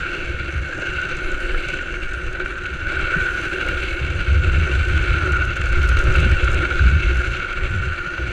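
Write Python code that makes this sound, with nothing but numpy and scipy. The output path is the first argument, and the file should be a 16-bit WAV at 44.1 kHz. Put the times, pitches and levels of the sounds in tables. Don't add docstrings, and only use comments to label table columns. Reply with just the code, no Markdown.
import sys
import numpy as np
from scipy import signal
from scipy.fft import rfft, irfft, next_fast_len
from scipy.io import wavfile

SR = 44100
rng = np.random.default_rng(int(sys.argv[2]) if len(sys.argv) > 2 else 0)


def field_ratio(decibels):
    return 10 ** (np.asarray(decibels, dtype=float) / 20)


def put_to_file(sound):
    columns = np.atleast_2d(sound).T
    safe = np.clip(columns, -1, 1)
    whole_steps = np.round(safe * 32767)
    wavfile.write(sys.argv[1], SR, whole_steps.astype(np.int16))


N = 366894
T = np.arange(N) / SR


def evened(x):
    return x / np.sqrt(np.mean(x ** 2) + 1e-20)


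def curves(rows):
    s, *columns = np.transpose(rows)
    return [np.interp(T, s, column) for column in columns]


def add(mix, s, sound):
    part = mix[round(s * SR):][:len(sound)]
    part += sound[:len(part)]


def coloured(x, points):
    f, db = np.transpose(points)
    size = next_fast_len(len(x))
    hz = np.fft.rfftfreq(size, 1 / SR)
    gain = field_ratio(np.interp(np.log(hz + 1), np.log(f), db))
    return irfft(rfft(x, size) * gain, size)[:len(x)]


def wander(top_hz):
    return evened(coloured(rng.standard_normal(N), [(1, -20), (top_hz / 8, 0), (top_hz, -6), (4 * top_hz, -50)]))


def swell(start, length, rise, fall):
    return np.clip((T - start) / rise, 0, 1) * np.exp(-np.clip(T - start - length, 0, 3) / fall)


def resonate(x, hz, width):
    angle = (2 * np.pi * (np.cumsum(hz * np.ones(len(x))) / SR % 1)).astype(np.float32)
    turn = np.cos(angle) + 1j * np.sin(angle)
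    r = np.exp(-np.pi * 1.5 * width / SR)
    smooth = signal.lfilter([(1 - r) ** 2], [1, -2 * r, r * r], x * turn.conj())
    return 2 * (turn * smooth).real


def body(x, modes, centre_hz=0, drift_db=1.5, drift_hz=25.):
    knots, rung = np.linspace(0, T[-1], 60), np.zeros(N)
    for k, (f, width, db) in enumerate(modes):
        strength, pitch = rng.standard_normal((2, len(knots)))
        gain = np.interp(T, knots, field_ratio(db + drift_db * strength))
        hz = np.interp(T, knots, f + drift_hz * pitch)
        rung += (-1) ** k * gain * resonate(x, centre_hz + hz, width)
    return evened(rung) * np.std(x)


def microphone_hiss():
    # (frequency [Hz], level [dB])
    hiss_colour = [(5000, -38), (10000, 1.5), (12000, -2.5), (13000, -10.5), (15000, -15)]
    return field_ratio(-80.0) * evened(coloured(rng.standard_normal(N), hiss_colour))


def gusts():
    # (start [s], length [s], moan level [dB], pitch [Hz])
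    trains = [(0.263, 0.226, -26.5, 65.9), (0.528, 0.1054, -20.5, 69), (0.876, 0.12, -28.5, 56.9),
              (2.14, 0.136, -29.5, 55.5), (2.713, 0.029, -24.5, 61.65), (2.815, 0.058, -25.5, 63.5),
              (2.943, 0.098, -28, 61.5), (3.613, 0.326, -28, 58), (4.006, 0.035, -17, 64.6),
              (4.083, .12, -19.5, 66.95), (4.276, 0.357, -14, 67), (4.691, .13, -15.5, 65.7),
              (4.869, .15, -14.5, 63.26), (5.067, 0.097, -12, 63.08), (5.211, 0.298, -20, 68),
              (5.592, 0.13, -18.5, 61.75), (5.77, 0.21, -14.5, 58.15), (6.038, 0.056, -9, 62.14),
              (6.159, 0.1678, -10.5, 65), (6.422, 0.085, -13.5, 60), (6.54, 0.064, -14, 60),
              (6.663, .11, -23, 62.13), (6.799, 0.17, -10, 66.2), (7.04, 0.16, -14.5, 60),
              (7.269, 0.05, -19, 57.5), (7.616, 0.026, -20.5, 65.9), (7.701, 0.188, -20.5, 72),
              (8.182, .11, -22, 65)]
    lull_db, lull_hz = -38, 60
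    power = field_ratio(2 * lull_db)
    weighted = power * lull_hz
    for s, length, db, hz in trains:
        train = (field_ratio(db) * swell(s, length, rise=0.01, fall=0.03166)) ** 2
        power = power + train
        weighted = weighted + train * hz
    return 10 * np.log10(power), weighted / power


def wind():
    # (time [s], rumble level [dB])
    air = [(0, -31.5), (.4, -33), (.8, -35.5), (1.15, -28), (1.55, -19.5), (1.8, -27), (2.1, -26),
           (2.7, -34), (3.2, -24.5), (3.45, -32), (4, -26.5), (4.5, -25.5), (5.5, -29), (5.65, -19),
           (6.3, -18.5), (7.3, -33.5), (7.65, -26), (8.32, -43)]
    # (frequency [Hz], level [dB])
    rumble_colour = [(4, -20.5), (14, 10.5), (22, 10.5), (40, 6.5), (55, 5), (80, -27), (150, -43)]
    roar_colour = [(40, -26), (90, 0.5), (135, -6.5), (170, -6), (260, -26), (500, -28.5), (1500, -76)]
    # (time [s], peak level [dB], pitch [Hz])
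    knocks = [
        (3.162, -16.5, 161),
        (3.211, -17, 71),
        (6.256, -17, 221.3),
        (6.928, -20, 197),
    ]
    # (frequency [Hz], level [dB])
    port = [(300, -1.5), (1200, -1), (4000, -48), (15000, -90)]
    moan_db, moan_hz = gusts()
    rumble_db, = curves(air)
    roar_db = -35 + 0.18 * (moan_db + 21)
    turns = np.cumsum(moan_hz * (1 + 0.1333 * wander(top_hz=19.9))) / SR
    tone = np.cos(2 * np.pi * turns) + field_ratio(-12.5) * np.cos(4 * np.pi * turns + 0.9)
    fuzz = evened(resonate(rng.standard_normal(N), 1.182 * moan_hz, width=28.0))
    out = field_ratio(moan_db + 1.2 * wander(top_hz=25.2)) * evened(tone + field_ratio(-6.0) * fuzz)
    rumble = evened(coloured(rng.standard_normal(N), rumble_colour))
    out += field_ratio(rumble_db + 2.5 * wander(top_hz=14.0)) * rumble
    lumpy_air = rng.standard_normal(N) * field_ratio(2.5 * wander(top_hz=29.8))
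    out += field_ratio(roar_db) * evened(coloured(lumpy_air, roar_colour))
    t = np.arange(1500) / SR
    for s, db, hz in knocks:
        envelope = (t / 0.0054) * np.exp(1 - t / 0.0057)
        add(out, s, field_ratio(db) * np.sin(2 * np.pi * hz * t) * envelope)
    limit = .62
    return coloured(limit * np.tanh(out / limit), port)


def squeaks():
    # (start [s], length [s], pitch [Hz], level [dB])
    rubs = [
        (1.194, .12, 10100, -63.5),
        (1.385, 0.07, 9900, -64),
        (2.133, 0.07, 9690, -64),
        (2.465, .065, 9600, -65),
    ]
    out = np.zeros(N)
    for s, length, hz, db in rubs:
        noise = rng.standard_normal(6000)[:int(length * SR)]
        whistle = evened(resonate(noise, hz, width=340.))
        add(out, s, field_ratio(db) * whistle * signal.windows.tukey(len(noise), .7))
    return out


def flecks():
    slot_s = .004
    slots = np.arange(0, T[-1], slot_s)
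    chance, size, tint = rng.random((len(slots), 3)).T
    flecks_per_s = np.where((slots > 5.5) & (slots < 6.62), 40, 4)
    peak_db = -50.5 - 3.5 * np.log(size)
    top_db = -26 + 12 * (tint - .5)
    rows = np.transpose([slots, peak_db, top_db])
    return list(rows[chance < flecks_per_s * slot_s])


def grit():
    # (time [s], peak level [dB], brightest part over it [dB])
    large_flecks = [(0.745, -44, -50.5), (1.0151, -42, -36), (1.168, -40, -30), (1.316, -37.5, -32),
                    (1.402, -41, -30), (1.6844, -35.5, -29), (1.7394, -43, -32), (2.134, -40, -35),
                    (3.8342, -43, -18), (3.6644, -42.5, -22), (3.6853, -38.5, -14), (4.885, -41, -19),
                    (5.4504, -38.5, -23), (5.5653, -37, -19), (5.613, -36.5, -26), (5.657, -39.5, -22),
                    (5.7259, -38.5, -34), (5.829, -38, -18), (5.875, -40, -15), (5.889, -29, -23),
                    (5.969, -37, -15), (5.9887, -32, -22), (6.0387, -36, -23), (6.1589, -35, -21),
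                    (6.202, -34, -26), (6.3145, -37, -25), (6.445, -36, -27), (6.5296, -38, -23),
                    (6.5434, -35.5, -26), (7.17, -39, -26)]
    low, middle, top = np.zeros((3, N))
    t = np.arange(1500) / SR
    for s, db, top_db in [*large_flecks, *flecks()]:
        scratch = rng.standard_normal(len(t)) * np.minimum(t / 0.00086, 1) * np.exp(-t / 0.0037)
        low_db = 2 - 0.2 * (db + 39)
        for part, part_db in (low, low_db), (middle, 0), (top, top_db):
            add(part, s, field_ratio(db + part_db) * scratch)
    low = coloured(low, [(1500, -33), (3600, 0), (5200, -4.5), (6300, -1.5), (7600, -20), (10000, -62)])
    middle = coloured(middle, [(4000, -46.0), (7000, 2.5), (8600, -3), (10500, -12.5), (12500, -36), (15000, -53)])
    top = coloured(top, [(8000, -42), (11500, 3.5), (13000, -8.0), (15000, -7.5)])
    return field_ratio(8.0) * low + field_ratio(5.5) * middle + field_ratio(12.0) * top


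def road(stones_per_s, spread_db, stone_db):
    size = field_ratio(spread_db * np.minimum(rng.exponential(1, N), 5))
    size = size * (rng.random(N) < stones_per_s / SR)
    stones = evened(size * rng.choice([-1., 1.], N))
    return evened(rng.standard_normal(N) + field_ratio(stone_db) * stones)


def stone_blows():
    # (time [s], peak level [dB])
    large_stones = [(0.7487, -22.5), (0.862, -23), (1.544, -10), (1.684, -13), (1.7385, -19.5), (1.79, -18),
                    (1.9371, -18.5), (2.1682, -33), (2.4, -15.5), (2.4581, -20), (2.553, -18),
                    (2.6538, -13), (3.018, -23), (3.209, -18), (3.685, -21), (4.495, -20), (5.5655, -16),
                    (5.6144, -10), (5.6602, -18.5), (5.7503, -31), (5.968, -6), (6.151, -16.5),
                    (6.4313, -20), (6.4748, -10), (6.6498, -14), (6.7906, -11), (7.797, -22), (7.9197, -15),
                    (8.0429, -25), (8.1782, -14)]
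    blows, t = np.zeros(N), np.arange(900) / SR
    for s, db in large_stones:
        add(blows, s, field_ratio(db + 21.0) * np.minimum(t / 0.0005, 1) * np.exp(-t / 0.0025))
    return blows


def seam_jolts():
    # (time [s], wheel change [dB], frame change [dB])
    seams = [(0, 0, -1.5), (.76, -2, 6), (2.12, 1, 6), (3.13, 3.5, -1.5), (3.25, 4, -0.5), (3.65, 2, 3.5),
             (4.18, 2.5, -1.5), (4.66, 2.5, 5), (5.33, 3.5, -2), (6.61, 2.5, -1), (7.19, 2, 1.5),
             (8.17, 0.5, 3.5)]
    return sum(np.outer(db, swell(s, 0.027, rise=0.0096, fall=.03)) for s, *db in seams)


def skidding():
    # (start [s], length [s], fizz level [dB])
    slides = [
        (1.198, 0.36, -70),
        (1.498, .24, -71),
        (3.095, 0.47, -63.5),
        (3.608, 0.35, -67),
        (4.4, 1, -74),
        (5.898, .9, -74),
        (7.05, 0.29, -66.5),
    ]
    return sum(field_ratio(db) * swell(s, length, rise=0.11, fall=.08) for s, length, db in slides)


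def rolling():
    # (time [s], speed [turns per s])
    wheel_speed = [(0, 11.8), (.6, 12), (1.1, 13.15), (2.6, 12.9), (3.4, 12.6), (4.4, 11.2), (5.7, 11.9),
                   (6.2, 12.7), (7.6, 12.6), (8.32, 11.9)]
    # (time [s], tread force [dB], side load of the drift [dB])
    tread_load = [(0, -24.5, -2), (.35, -31.5, 5), (.7, -30, 0.5), (.78, -26, -1.5), (1.74, -28.5, 2.5),
                  (1.95, -30.5, 0), (2.8, -28.5, -3), (2.9, -26.5, 3), (3.3, -25.5, 1), (3.9, -27.5, 3),
                  (4.25, -29.5, 4.5), (5.05, -24, 1.5), (5.55, -27.5, 1), (6.1, -23.5, 0.5), (6.8, -26, 3),
                  (7.6, -29, 3), (8.1, -28, -2), (8.32, -29.5, 2.5)]
    # (offset [Hz], width [Hz], level [dB])
    whine_modes = [(-35, 103, 13.5), (81.5, 74, 6), (278, 233, 0.5), (-220, 330, -24)]
    # (frequency [Hz], width [Hz], level [dB])
    shell_modes = [(2233, 155, 3.5), (2400, 530, -16.5), (2705, 187, 2), (3077, 106, -11.5),
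                   (3420, 320, -12), (3930, 245, -14), (4400, 1050, -18.5), (5100, 250, -29)]
    rasp_modes = [(5010, 270, 1), (6170, 620, 9.5), (7110, 340, 7), (7800, 1160, 2), (8900, 460, -23)]
    fizz_modes = [(9500, 2700, 19.5), (10450, 900, -1.5), (11700, 550, -5), (13600, 1200, -13),
                  (14700, 1000, -13)]
    frame_modes = [(360, 52, 9), (346, 20, -21.5), (503, 100, 1.5), (776, 170, -24)]
    skid_modes = [(9200, 2200, 1), (11700, 700, -3.5), (12600, 900, -10)]
    # (frequency [Hz], level [dB])
    muffle_low = [(4500, 0), (7000, -45.5), (15000, -44)]
    muffle_high = [(8600, -2.5), (11000, -11.5), (15000, -28)]

    speed, = curves(wheel_speed)
    force_db, side_db = curves(tread_load)
    turns = 0.28 + np.cumsum(speed) / SR
    whine_hz = 1497.3 + 6.3 * (speed - 12.3) - 3.9 * T

    def layer_gain(db, force_share, side_share):
        return field_ratio(db + force_share * (force_db + 27) + side_share * side_db)

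    skid = skidding()
    rasp_gain = np.hypot(layer_gain(-51, .8, 0.54), field_ratio(12) * skid)
    skid_db = 20 * np.log10(skid + 1e-9)
    whine_hz = whine_hz + 2 * np.maximum(skid_db + 71.5, 0)
    wheel_db, frame_db = seam_jolts()
    out_of_round = 1.75 * np.cos(2 * np.pi * turns) + 0.89 * np.cos(2 * np.pi * (3 * turns + 0.96))
    bumps, chatter = wander(top_hz=25.3), wander(top_hz=90.)
    rattle = field_ratio(0.86 * wander(top_hz=60.))
    contact = road(stones_per_s=1500., spread_db=4.63, stone_db=-6.0)
    blows = stone_blows() * contact

    def load(throb, bump_db, chatter_db):
        return contact * evened(field_ratio(throb * out_of_round + bump_db * bumps + chatter_db * chatter))

    low = field_ratio(force_db + wheel_db + 0.4 * wander(top_hz=2.8)) * load(0.69, 0.33, 0.24)
    low += field_ratio(-23.5) * blows
    upper = layer_gain(-33.5, 1.04, 0.87) * field_ratio(0.96 * wander(top_hz=13.0)) * load(0.7, 0.9, 1.0)
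    upper += field_ratio(-33.5) * blows
    rasp = rasp_gain * load(0.13, 0.72, 1.44) * rattle
    fizz = 0.74 * load(0.92, 1.0, 1.1) + 0.7 * rng.standard_normal(N)
    fizz = field_ratio(3.0) * layer_gain(-72.5, .6, 0.56) * fizz * field_ratio(1.1 * wander(top_hz=40.))
    skid_hiss = field_ratio(1.0) * skid * rng.standard_normal(N)
    drone = layer_gain(-35, 0.82, 0.53) * field_ratio(frame_db + 1.25 * wander(top_hz=3.3)) * load(0.16, 0.79, 1.0)

    structure = body(drone, frame_modes, drift_db=1.1, drift_hz=7.)
    structure += body(low, whine_modes, whine_hz, drift_db=1.27, drift_hz=9.6)
    structure += body(upper, shell_modes, drift_db=0.84, drift_hz=20.5)
    rasping = body(rasp, rasp_modes, drift_db=1.5, drift_hz=40.)
    out = coloured(structure, muffle_low) + coloured(rasping, muffle_high)
    return out + body(fizz, fizz_modes) + body(skid_hiss, skid_modes)


def scene():
    return (microphone_hiss() + wind() + squeaks() + grit() + rolling())[None]


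def top_cut(x):
    return signal.sosfilt(signal.butter(12, 15150, fs=SR, output="sos"), x)


def record(dry):
    return top_cut(dry)


dry = scene()
out = record(dry)
put_to_file(out)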